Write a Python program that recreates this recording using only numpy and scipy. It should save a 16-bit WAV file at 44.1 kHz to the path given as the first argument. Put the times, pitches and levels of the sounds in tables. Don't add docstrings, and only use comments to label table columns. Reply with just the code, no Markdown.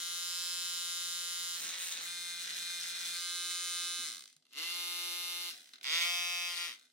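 import sys
import numpy as np
from scipy import signal
from scipy.fft import rfft, irfft, next_fast_len
from scipy.io import wavfile
from scipy.ndimage import uniform_filter1d, map_coordinates

SR = 44100
rng = np.random.default_rng(int(sys.argv[2]) if len(sys.argv) > 2 else 0)


def bounce(signal):
    frames = np.transpose(np.atleast_2d(signal))
    limited = np.clip(frames, -1, 1)
    pcm = np.round(limited * 32767).astype(np.int16)
    wavfile.write(sys.argv[1], SR, pcm)


def invert_db(x):
    u = np.asarray(x, float) / 20
    return 10 ** u


N = 305172


# centre_hz, width_hz, level_db, left_over_right_db, left_lead_rad
STEEP = [(910, 93, -20, 4, -0.84), (1474, 360, -8, -5, 0.97), (2040, 32, 0.5, 7, -0.53),
         (2666, 59, -3.5, 14.5, 1.57), (2812, 220, -6, 14, 0.0836), (3270, 825, 1, -5, -0.48),
         (3457, 663, -2, -10.5, -0.99), (3697, 85, -0.2, -15, 0.46), (3900, 1000, -13.5, 11.5, 2.5),
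         (3990, 305, -0.25, -9, -2), (4156, 120, -11.5, -18.5, -1.92), (5080, 64, -7, -17.5, 1.5),
         (5430, 204, -11.5, -6, 2.5), (6290, 87, -7, 14.5, 3), (7180, 900, -10.5, -3, 1.35),
         (8700, 680, -22, 14, 0.8), (9350, 100, -11, -10.5, -2.5), (10140, 370, -11.5, -1, -0.75),
         (12500, 190, -11.5, -3, -3.5), (11670, 93, -22, 6, -1), (13330, 1300, -19, -10, 3),
         (14300, 133, -19.5, 12, 2.5), (16600, 130.0, -47, -32, -55)]
SHIFTING = [(580, 110, -13.5, -4, 0.5), (1293, 240, -7, 1.5, -2.13), (1505, 79, -1.5, -6.5, -1.46),
            (2081, 74, -2.5, 1, 0.7142), (2430, 28, -3.5, 2.5, 0.72), (3170, 134, -9, -0.5, -1.9),
            (3400, 190, -9.5, -12.5, 2.5), (3693, 198, 0.5, 6.5, 0), (3836.4, 86, 1, -3.5, 2.5),
            (3908, 115, 5, 4.5, 2.5), (4256, 295, -1, -3.5, 0.72), (5230, 80, -3.5, 7.5, 1.2),
            (6090, 86, -6.5, -8.5, 0), (6460, 217, -12, 13, 1.9), (6890, 126, -4.5, -3, -1.5),
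            (7380, 56, -8.5, -2, 2), (7950, 230, -8, 2, -0.2), (9530, 940, -12, -2.5, 0.66),
            (9730, 68, -17.5, -27.5, 14), (12400, 95, -16, 4, 4), (13565.0, 160, -28, -5, -3.5),
            (14221.0, 130.0, -34, -12, -8), (15079.0, 130.0, -38, -7, -12)]
PRESSED = [(1195, 180, -7.5, -3.5, 0), (1435, 280, -7.5, -3, 0.2), (1590, 83, -3, 1, 0.2),
           (2068, 68, -1.5, 1, -0.5), (2608, 104, -8, -1.5, 0.8), (2968, 46.6, -2, -3, -0.04),
           (3630, 340, 0.5, -0.5, 0.58), (3831, 79, -5.5, -9.5, -3.5), (3872, 74, -10.5, -11, -0.5),
           (3980, 255, 3.5, -3, 0.73), (4134, 168, 4.5, 1.5, 0.22), (4680, 75, 0.5, -3, -3.5),
           (5020, 107, -3.5, -9, -1.1), (6280, 290, -2, 1, 1.55), (6840, 270, -4, 2.5, 1.9),
           (8690, 250, -6, -4, 0.6), (9380, 100, -2.5, 0.5, 1.5), (9900, 840, -8.5, 2, -0.12),
           (11400, 670, -11.5, 3, -2.5), (12528.0, 208.0, -31, -2, 3.05), (14005.0, 133.0, -32, 20, 1.5),
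           (15107.0, 151.0, -26, 1.5, -3), (15800, 230, -19, -14, 1.5)]
SIDEWAYS = [(1285, 500, -11.5, -2.5, 0.46), (2067, 70, 2, 1, 0.64), (2520, 200, -0.5, 0.5, -3),
            (2743, 88, 5, -3.5, 0.25), (2860, 1113, -6.5, 5.5, 2.0759), (3350, 257, -1.5, 8, 2.5),
            (3500, 192.5, -1.6, -10.5, 0.4), (3650, 250, -2.5, 1, 1.35), (3750, 720, -5, 0, 4),
            (4070, 110, -18.5, -9, 3), (4350, 230, -2.5, -9, 1), (4500, 66, -16, -5, -0.98),
            (5284, 57, -5, 3, -3.5), (5794, 25, -4.5, 1, 4.5), (6700, 100, -14, -3, 4.5),
            (8087.0, 75, -10.5, 5, 2.5), (9130, 51, -11.5, -7.5, 1), (9860, 670, -16.5, -1.5, 1.6),
            (11120, 170, -8.5, -1, 1.17), (12100, 450, -24, 0, 1.3), (13600, 1000, -20.5, -5, -4),
            (15300, 316.0, -26, 12, 4.5), (15200, 652.0, -39, 3.9, 2)]
UPRIGHT = [(676, 74, -8.5, -7, 0.5), (1050, 230, -9, 0.2, 0.5), (1430, 160, -11, 1.5, 1),
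           (1860, 330, -3.5, 6.5, 0.77), (2370, 620, -0.8, 1, 0.35), (2652, 105, 4, -3, 1.3),
           (3108, 110, -11, 6, 2), (3297, 78, -10, -9, 2), (3202, 960, -2.5, 2.5, -2),
           (3780, 460, -5, 6, -2), (4590, 268, -8, 10, 2), (5020, 300, -2, 0, 0.34),
           (5710, 200, -3.5, -1.5, 0.57), (5970, 710, -10, 3.5, 0.7), (7400, 390, -28, -9, 1.5),
           (8840, 580, -20.5, -6, 2), (11000, 150, -25, -15, 5.5), (11070, 330, -21.5, -11, -2),
           (12200, 560, -29.5, 22, -13), (12800, 62, -21, -14.5, 4), (14300, 176.0, -34.5, 14, 1.5),
           (15003.0, 133.0, -52, 9, -4), (15100, 817.0, -35, -9, 3)]
# centre_hz, width_hz, level_db
SKIDDING = [(620, 210, -6), (1040, 360, -11), (1320, 250, -9), (2500, 400, -8), (3110, 440, -9.5),
            (1874, 350, -3), (3760, 120, 4), (4091.7, 66, 2.5), (5500, 430, -3), (6200, 100, -5),
            (6865, 64, 1.5), (7140, 300, 1.5), (7870, 174, -1), (8370, 192, 3), (8800, 100, 6),
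            (9470, 120, 3.5), (10300, 110, -6.5), (15400, 200, -6)]
# centre_hz, width_hz, level_db
BITING = [(720, 94, -7), (1050, 130, -8), (1389, 140, -5.5), (1912, 200, -1), (2220, 290, 1.7),
          (2800, 240, 0), (3250, 400, -3.5), (3620, 200, 0), (4500, 272, -5.5), (4994, 308, -3.5),
          (5500, 217, -7), (6000, 450, -7.5), (7030, 480, -16), (8400, 410, -17), (10000, 500, -24),
          (11400, 500, -23), (13600, 600, -27), (15300, 500, -26)]
# centre_hz, width_hz, level_db
SLIDING = [(700, 78, -8), (1075, 130, -7), (1390, 110, -6), (1900, 200, -2.5), (2430, 280, 0.3),
           (2700, 170, 0), (3155, 320, -0.5), (3720, 220, -3), (4860, 270, -4), (5320, 340, -4),
           (5800, 350, -6), (7130, 300, -15.5), (8400, 400, -15), (9500, 370, -24), (11000, 450, -16.5),
           (12800, 500, -22), (15200, 500, -23)]
STANCE_CHANGES = [
    1.588,
    2.035,
    3.161,
    4.441,
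    5.532,
    5.82,
    6.039,
    6.51,
    6.762,
]
STANCE_TAKEN = [
    0,
    5,
    1,
    2,
    3,
    1,
    6,
    4,
    7,
    1,
]
SHINE = [-3.5, 2.5, -2.5, 0.5, -1.5, 7, 0.5, -2.5]
# freq_hz, level_db
CRUSH_COLOUR = [(300, 0), (700, -10.5), (1500, 0), (3000, 1.5), (6000, 6.5), (10000, 4), (12500, 3),
                (15000, 2)]
# freq_hz, level_db
AIR_COLOUR = [(200, -35.5), (400, -32), (700, -40), (1200, -46), (3000, -5.5), (8000, -3.5), (12000, -6.5),
              (15500, -8)]
# start_s, peak_db, bit_ring_over_peak_db
COASTING_BLOWS = [(4.3, -53.5, -5), (4.328, -53.5, -1), (4.3654, -52.5, -1.5), (4.424, -59, -23),
                  (4.453, -57, -11), (5.735, -36, -21), (5.74, -43, -25), (5.757, -41, -26),
                  (5.783, -43.5, -24), (5.8115, -38.5, -22.5), (5.8301, -36.5, -20.5), (6.7955, -48, -9),
                  (4.5318, -48, -2)]
# start_s, peak_db, bit_ring_over_peak_db
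TICKS = [(4.4584, -64, -19), (4.4667, -55, -14), (6.7764, -50, -15), (6.7884, -50, -14), (6.8118, -48, -17),
         (6.8214, -52, -17), (6.8271, -51, -12), (6.8344, -56, -15), (6.841, -54.5, -17), (6.853, -53, -15),
         (6.8564, -56, -15), (6.8674, -56, -16), (6.8784, -64, -17), (6.8994, -58, -16)]


def hammer(strike, crush, air, blow_db, ring_db):
    split_hz, blend_s, shine_hz = 6000, .06, 11500
    s, peak_db, bright_db = np.transpose(COASTING_BLOWS + TICKS)
    thud = pulses(s, invert_db(peak_db + 10.5))
    ping = pulses(s, invert_db(peak_db + 15.5 + bright_db))
    stances = [STEEP, SHIFTING, PRESSED, SIDEWAYS, UPRIGHT,
               facing(SKIDDING, SHIFTING), facing(BITING, UPRIGHT), facing(SLIDING, UPRIGHT)]
    out = np.zeros((2, 2, N + SR))
    t = np.arange(N) / SR
    edges = [-1, *STANCE_CHANGES, 9]
    paths = rng.standard_normal((len(SHINE), 32))
    for taken, a, b in zip(STANCE_TAKEN, edges, edges[1:]):
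        held = np.sqrt(np.clip(np.minimum(t - a, b - t) / blend_s + .5, 0, 1))
        span = slice(*np.flatnonzero(held)[[0, -1]])
        m = next_fast_len(span.stop - span.start + SR // 20)
        place = slice(span.start, span.start + m)
        hz = np.fft.rfftfreq(m, 1 / SR)
        high = 1 / (1 + (split_hz / (hz + 1)) ** 6)
        clean = ringing(stances[taken], hz, widen=1.0)
        rough = ringing(stances[taken], hz, widen=3.1) * invert_db(along(CRUSH_COLOUR, hz))
        travel = np.exp(1.3j * map_coordinates(paths[taken], [hz / 800]))
        shine = invert_db(SHINE[taken] / (1 + (shine_hz / (hz + 1)) ** 16))
        for band, db, coast in [(1 - high, blow_db, thud), (high, blow_db + ring_db, ping)]:
            drive = held * invert_db(db)
            hits = (drive * strike + held * coast)[span]
            rung = rfft(hits, m) * unit(clean * band)
            out[0, :, place] += irfft(rung * travel * shine, m)
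            ragged = rfft((drive * crush)[:, span], m) * unit(rough * band)
            hiss = rfft((drive * air)[:, span], m) * invert_db(along(AIR_COLOUR, hz)) * band
            out[1, :, place] += irfft((ragged + hiss) * shine, m)
    return out[..., :N]


def ringing(modes, hz, widen):
    bass_hz = 910
    side = np.array([[.5], [-.5]])
    both = 0
    for k, (centre, width, db, pan_db, lead) in enumerate(modes):
        loss = 1j * hz * width * widen
        port = invert_db(db + side * pan_db) * np.exp(1j * side * lead * hz / centre)
        both = both + (-1) ** k * port * loss / (centre * centre - hz * hz + loss)
    return both / (1 + (bass_hz / (hz + 1)) ** 8 / widen ** 4)


def facing(peaks, modes):
    faced = []
    for centre, width, db in peaks:
        nearest = min(modes, key=lambda mode: abs(mode[0] - centre))
        faced.append((centre, max(width, 70), db, *nearest[3:]))
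    return faced


def drives(rate, blows, loose, lifted):
    puff_t60_s, glance_db, glance_scatter_db = 0.015, -1.5, 2.6
    at = (blows * SR).astype(int)
    luck = rng.standard_normal((len(blows), 4))
    weight = np.sqrt(SR / rate[at])
    strike = pulses(blows + 8e-6 * luck[:, 0], weight * invert_db(0.078 * luck[:, 1])) * np.sqrt(1 - loose)
    late = blows + 0.000804 * loose[at] * luck[:, 2]
    puff = invert_db(-60 * np.arange(SR // 20) / SR / puff_t60_s)
    bursts = pulses(late, weight * invert_db(0.76 * loose[at] * luck[:, 3]))
    gate = signal.fftconvolve(bursts, puff / np.linalg.norm(puff))[:N]
    chips = rng.standard_normal((3, N))
    grit = np.abs(gate) + 0.56 * invert_db(5.8 * wobble(90))
    crush = (chips[0] + 0.43 * chips[1:]) * grit * np.sqrt(loose)
    air = (chips[0, ::-1] + 1.24 * rng.standard_normal((2, N))) * (0.621 + .5 * loose)
    glance_size = invert_db(glance_db + glance_scatter_db * luck[:, 3]) * loose[at] * np.sqrt(1 - lifted[at])
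    glance = pulses(late, weight * glance_size)
    return strike, crush * invert_db(-4.5) + glance, air


# time_s, blow_db
LEAN = [
    [(0, -43.5), (.37, -42), (1.5, -43), (2.2, -44.5), (3.2, -42), (3.77, -40.5), (4.05, -42.5),
     (4.19, -52.5), (4.29, -64.5)],
    [(4.45, -83.5), (4.51, -66), (4.535, -59.5), (4.58, -40.5), (5.49, -41.5), (5.53, -54.5), (5.55, -56),
     (5.72, -65)],
    [(5.82, -74), (5.835, -42.5), (5.91, -36.5), (5.93, -33), (6.03, -34), (6.28, -38), (6.52, -39.5),
     (6.555, -42), (6.6, -39), (6.66, -40), (6.73, -50), (6.77, -67)],
]
BIT_RING = [0, -4.5, -3, -6, -7, -8, -6.5, -8.5]


def effort(skid, lifted):
    end_db, skid_loss_db, skid_dull_db, skid_flutter_db = -71.5, -3, -4, 4
    run_up_dull_db, run_up_dull_s, lifted_ring_db = -7, 0.15, -2
    rattle_db, rattle_t60_s = -11.5, 0.035
    t = np.arange(N) / SR
    lean = invert_db(curves(sum(LEAN, []) + [(N / SR, end_db)])[0] + skid_loss_db * skid)
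    rattle = sum(invert_db(db + rattle_db - 60 * np.abs(t - s) / rattle_t60_s) * (t > s) for s, db, _ in COASTING_BLOWS)
    fresh = sum(np.exp(-((t - on) / run_up_dull_s) ** 2) * (t > on) for on, *_ in PULLS)
    ring_db = by_stance(BIT_RING) + skid * (skid_dull_db + skid_flutter_db * wobble(25.62))
    ring_db = ring_db + run_up_dull_db * fresh + lifted_ring_db * lifted
    return 20 * np.log10(lean + rattle), ring_db - 12 * rattle / (lean + rattle)


# time_s, rate_hz
RUNNING = [(.1, 173.8), (.4, 174.9), (.85, 174.2), (3.15, 174.3), (3.25, 174.9), (3.6, 175.9),
           (3.85, 175.4), (6.3, 175.6), (6.45, 175.4), (6.55, 174.8), (6.65, 173.6)]
# start_s, first_rate_hz, run_up_s, run_up_exponent
PULLS = [
    (-1, 100, .05, 1),
    (4.505, 100, .07, 1.4),
    (5.838, 85, .04, .85),
]
# start_s, coasting_s, last_regular_blow_s
RELEASES = [
    (4.04, .18, 4.288),
    (5.5, .16, 5.7),
    (6.665, .127, 6.77),
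]
BEAT = [
    4.1805,
    4.5653,
    5.8432,
]


def shaft(skid):
    sag_hz = 2.3
    t = np.arange(N) / SR
    full = curves(RUNNING)[0] - sag_hz * skid
    rate = full.copy()
    for (on, start, rise, shape), (off, coast, _) in zip(PULLS, RELEASES):
        up = full - (full - start) * np.exp(-(np.abs(t - on) / rise) ** shape)
        rate = np.where(t >= on, up * np.exp(-np.maximum(t - off, 0) / coast), rate)
    turns = np.cumsum(rate) / SR
    blows = []
    for pull, release, beat in zip(PULLS, RELEASES, BEAT):
        first, mark, last = np.interp([pull[0], beat, release[2]], t, turns)
        blow_turns = mark + np.arange(np.ceil(first - mark), last - mark)
        blows.append(np.interp(blow_turns, turns, t))
    return turns, rate, rate / full, np.concatenate(blows)


# order1_db, order2_db, order3_db, order4_db, order5_db
HUM = [(-40.5, -35.5, -28, -39, -51), (-34.5, -32.5, -29.5, -31, -40), (-46, -32.5, -31, -49, -37),
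       (-56, -28, -28, -34.5, -31), (-50, -39, -29, -22.5, -36), (-37, -32, -23, -33, -36),
       (-53, -33, -29.5, -32.5, -40), (-56, -32, -28.5, -27, -30)]


def casing(turns, rate, speed, blow_db, skid, lifted):
    boom_hz, boom_width_hz, boom_db = 260, 50, 9
    wake_s, speed_power, skid_db, lifted_db = .035, .5, -0.5, -8
    t = np.arange(N) / SR
    tones = 0
    for order, db in enumerate(np.transpose(HUM), 1):
        hz = order * rate
        boom = boom_db / (1 + ((hz - boom_hz) / boom_width_hz) ** 2)
        bass_loss = 10 * np.log10(1 + (150 / hz) ** 8)
        level_db = by_stance(db) + boom - bass_loss + 1.47 * wobble(12)
        tones = tones + invert_db(level_db) * np.sin(2 * np.pi * order * turns)
    awake = np.prod([1 - np.exp(-((t - on) / wake_s) ** 2) for on, *_ in PULLS], axis=0)
    level = invert_db(blow_db + skid_db * skid + lifted_db * lifted + 1.5)
    return awake * level * speed ** speed_power * tones * invert_db([[-.4], [.4]])


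# start_s, level_db, freq_hz, t60_s
THUMPS = [
    (3.985, -61, 257, .25),
    (.24, -73, 112, .15),
    (2.08, -69, 140, 0.26),
    (4.36, -70, 153, 0.14),
    (5.381, -72, 130, .15),
    (5.53, -70, 720, 0.49),
    (5.735, -67, 247, 0.103),
    (5.735, -69, 353, .1),
]


def thumps():
    rise_s = 0.0057
    t = np.arange(N) / SR
    knocks = 0
    for s, db, hz, t60 in THUMPS:
        since = np.maximum(t - s, 0)
        onset = 1 - np.exp(-since / rise_s)
        knocks = knocks + invert_db(db - 60 * since / t60) * onset * np.sin(2 * np.pi * hz * since)
    return knocks


# freq_hz, t60_s
SHOP_DECAY = [(200, 0.22), (2000, 0.23), (12000, 0.046)]


def shop(x):
    hz, t, z = signal.stft(rng.standard_normal((2, SR // 2)), SR, nperseg=256)
    fade = invert_db(-60 * t / along(SHOP_DECAY, hz)[:, None])
    tail = signal.istft(z * fade, SR, nperseg=256)[1]
    delayed = np.pad(x, ((0, 0), (400, 0)))
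    return signal.fftconvolve(delayed, tail / np.linalg.norm(tail[0]), axes=1)[:, :N]


# freq_hz, density_db_per_hz
RUMBLE_COLOUR = [(15, -78), (25, -85), (97, -18.5), (194, -15.5), (243, -10), (267, -14), (287, -12.5),
                 (545, -19.5), (700, -17.5), (1000, -29.5), (1900, -77)]


def rumble(level_db):
    m = next_fast_len(N)
    noise = rng.standard_normal((3, m))
    hz = np.fft.rfftfreq(m, 1 / SR)
    colour = invert_db(along(RUMBLE_COLOUR, hz)) * (hz / (hz + 60)) ** 2
    pair = irfft(rfft(noise[0] + .7 * noise[1:]) * colour, m)[:, :N]
    return invert_db(level_db) * unit(pair * invert_db(5 * wobble(9)))


def drone():
    drone_hz, drone_db = 253, -89.5
    level = invert_db(drone_db + 2.5 + 1.7 * wobble(15))
    return level * np.sin(2 * np.pi * drone_hz * np.arange(N) / SR + wobble(22))


def unit(x):
    return x / np.sqrt(np.mean(np.abs(x) ** 2) + 1e-20)


def along(points, hz):
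    f, v = np.transpose(points)
    return np.interp(np.log(hz + 1), np.log(f + 1), v)


def curves(rows):
    s, *cols = np.transpose(rows)
    return [np.interp(np.arange(N) / SR, s, c) for c in cols]


def wobble(rate):
    return map_coordinates(rng.standard_normal(int(N * rate / SR) + 4), [np.arange(N) * rate / SR])


def pulses(s, size):
    at = np.asarray(s)[:, None] * SR
    near = np.floor(at) + np.arange(-7, 9)
    shape = np.sinc(near - at) * np.cos(np.pi * (near - at) / 16) ** 2
    index = np.clip(near, 0, N - 1).astype(int)
    return np.bincount(index.ravel(), (shape * np.asarray(size)[:, None]).ravel(), N)


def spells(rows, slide):
    t = np.arange(N) / SR
    return np.max([h * np.clip(np.minimum(t - a, b - t) / slide + .5, 0, 1) for a, b, h in rows], axis=0)


SLIDE_S = .04


def by_stance(values):
    edges = np.add.outer(STANCE_CHANGES, [-SLIDE_S, SLIDE_S]).ravel()
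    return np.interp(np.arange(N) / SR, edges, np.repeat(np.take(values, STANCE_TAKEN), 2)[1:-1])


def drifting(x):
    drift_db = .6
    z = signal.stft(x, nperseg=512)[2]
    field = uniform_filter1d(rng.standard_normal(z.shape[-2:]), size=5, axis=0)
    field = uniform_filter1d(field, size=50, axis=1)
    return signal.istft(z * invert_db(drift_db * unit(field)), nperseg=512)[1][..., :N]


# start_s, end_s, looseness_0_1
SKIDS = [(1.59, 2.02, .95), (1.95, 2.07, .45), (2.33, 2.68, .25), (2.42, 2.59, .85), (2.79, 2.86, .7),
         (2.8, 3.1, .45), (3.05, 3.22, .25), (4.56, 4.74, .22), (5.4, 5.5, .18), (5.99, 6.05, .2),
         (6.5, 6.66, .12), (6.545, 6.57, .8)]
# start_s, end_s
LIFTS = [
    (4.27, 4.535),
    (5.51, 5.79),
    (6.73, 8),
]
SEATED = [.04, .09, .035, .06, .03, .1, .06, .05]
SHAKE = [10.1, 11, 10, 8.7, 2.4, 10.3, 8.9, 4.4]


def scene():
    skid_s, lifted_looseness, off_speed_looseness = .05, .88, .2
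    rumble_db, skid_shake_db, off_speed_shake_db, coasting_shake_db = -89, 7.5, 5, 21.5
    skid = spells(SKIDS, skid_s)
    lifted = spells([(a, b, 1) for a, b in LIFTS], SLIDE_S)
    turns, rate, speed, blows = shaft(skid)
    off_speed = np.clip(10 * (1 - speed), 0, 1)
    loose = np.max([by_stance(SEATED), skid, lifted_looseness * lifted, off_speed_looseness * off_speed], axis=0)
    blow_db, ring_db = effort(skid, lifted)
    clean, ragged = hammer(*drives(rate, blows, loose, lifted), blow_db, ring_db)
    hum = casing(turns, rate, speed, blow_db, skid, lifted)
    working_db = by_stance(SHAKE) + skid_shake_db * skid + off_speed_shake_db * off_speed
    shake_db = (1 - lifted) * working_db + coasting_shake_db * lifted * speed
    direct = drifting(clean + ragged) + thumps() + drone() + hum
    steady = invert_db(-6) * clean
    walls = invert_db(-6.5) * shop(steady + ragged + invert_db(-5.5) * hum)
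    return direct + walls + rumble(rumble_db + shake_db)


def low_pass(x):
    return signal.sosfilt(signal.butter(12, 16530, fs=SR, output="sos"), x)


def record(dry):
    top_hz, foot_hz, quiet_db, quiet_hz = 15830, 55, -66, 12000
    m = next_fast_len(N)
    hz = np.fft.rfftfreq(m, 1 / SR)
    kept = rfft(dry, m) * (hz < top_hz) / (1 + (foot_hz / (hz + 1)) ** 4)
    power = np.abs(uniform_filter1d(np.mean(dry ** 2, axis=0), size=900))
    level_db = 10 * np.log10(power + 1e-12)
    muted = np.clip((quiet_db - level_db) / 2 + .5, 0, 1)
    treble = irfft(kept * (hz > quiet_hz), m)[:, :N]
    mix = irfft(kept, m)[:, :N] - muted * treble
    return low_pass(mix)


dry = scene()
out = record(dry)
bounce(out)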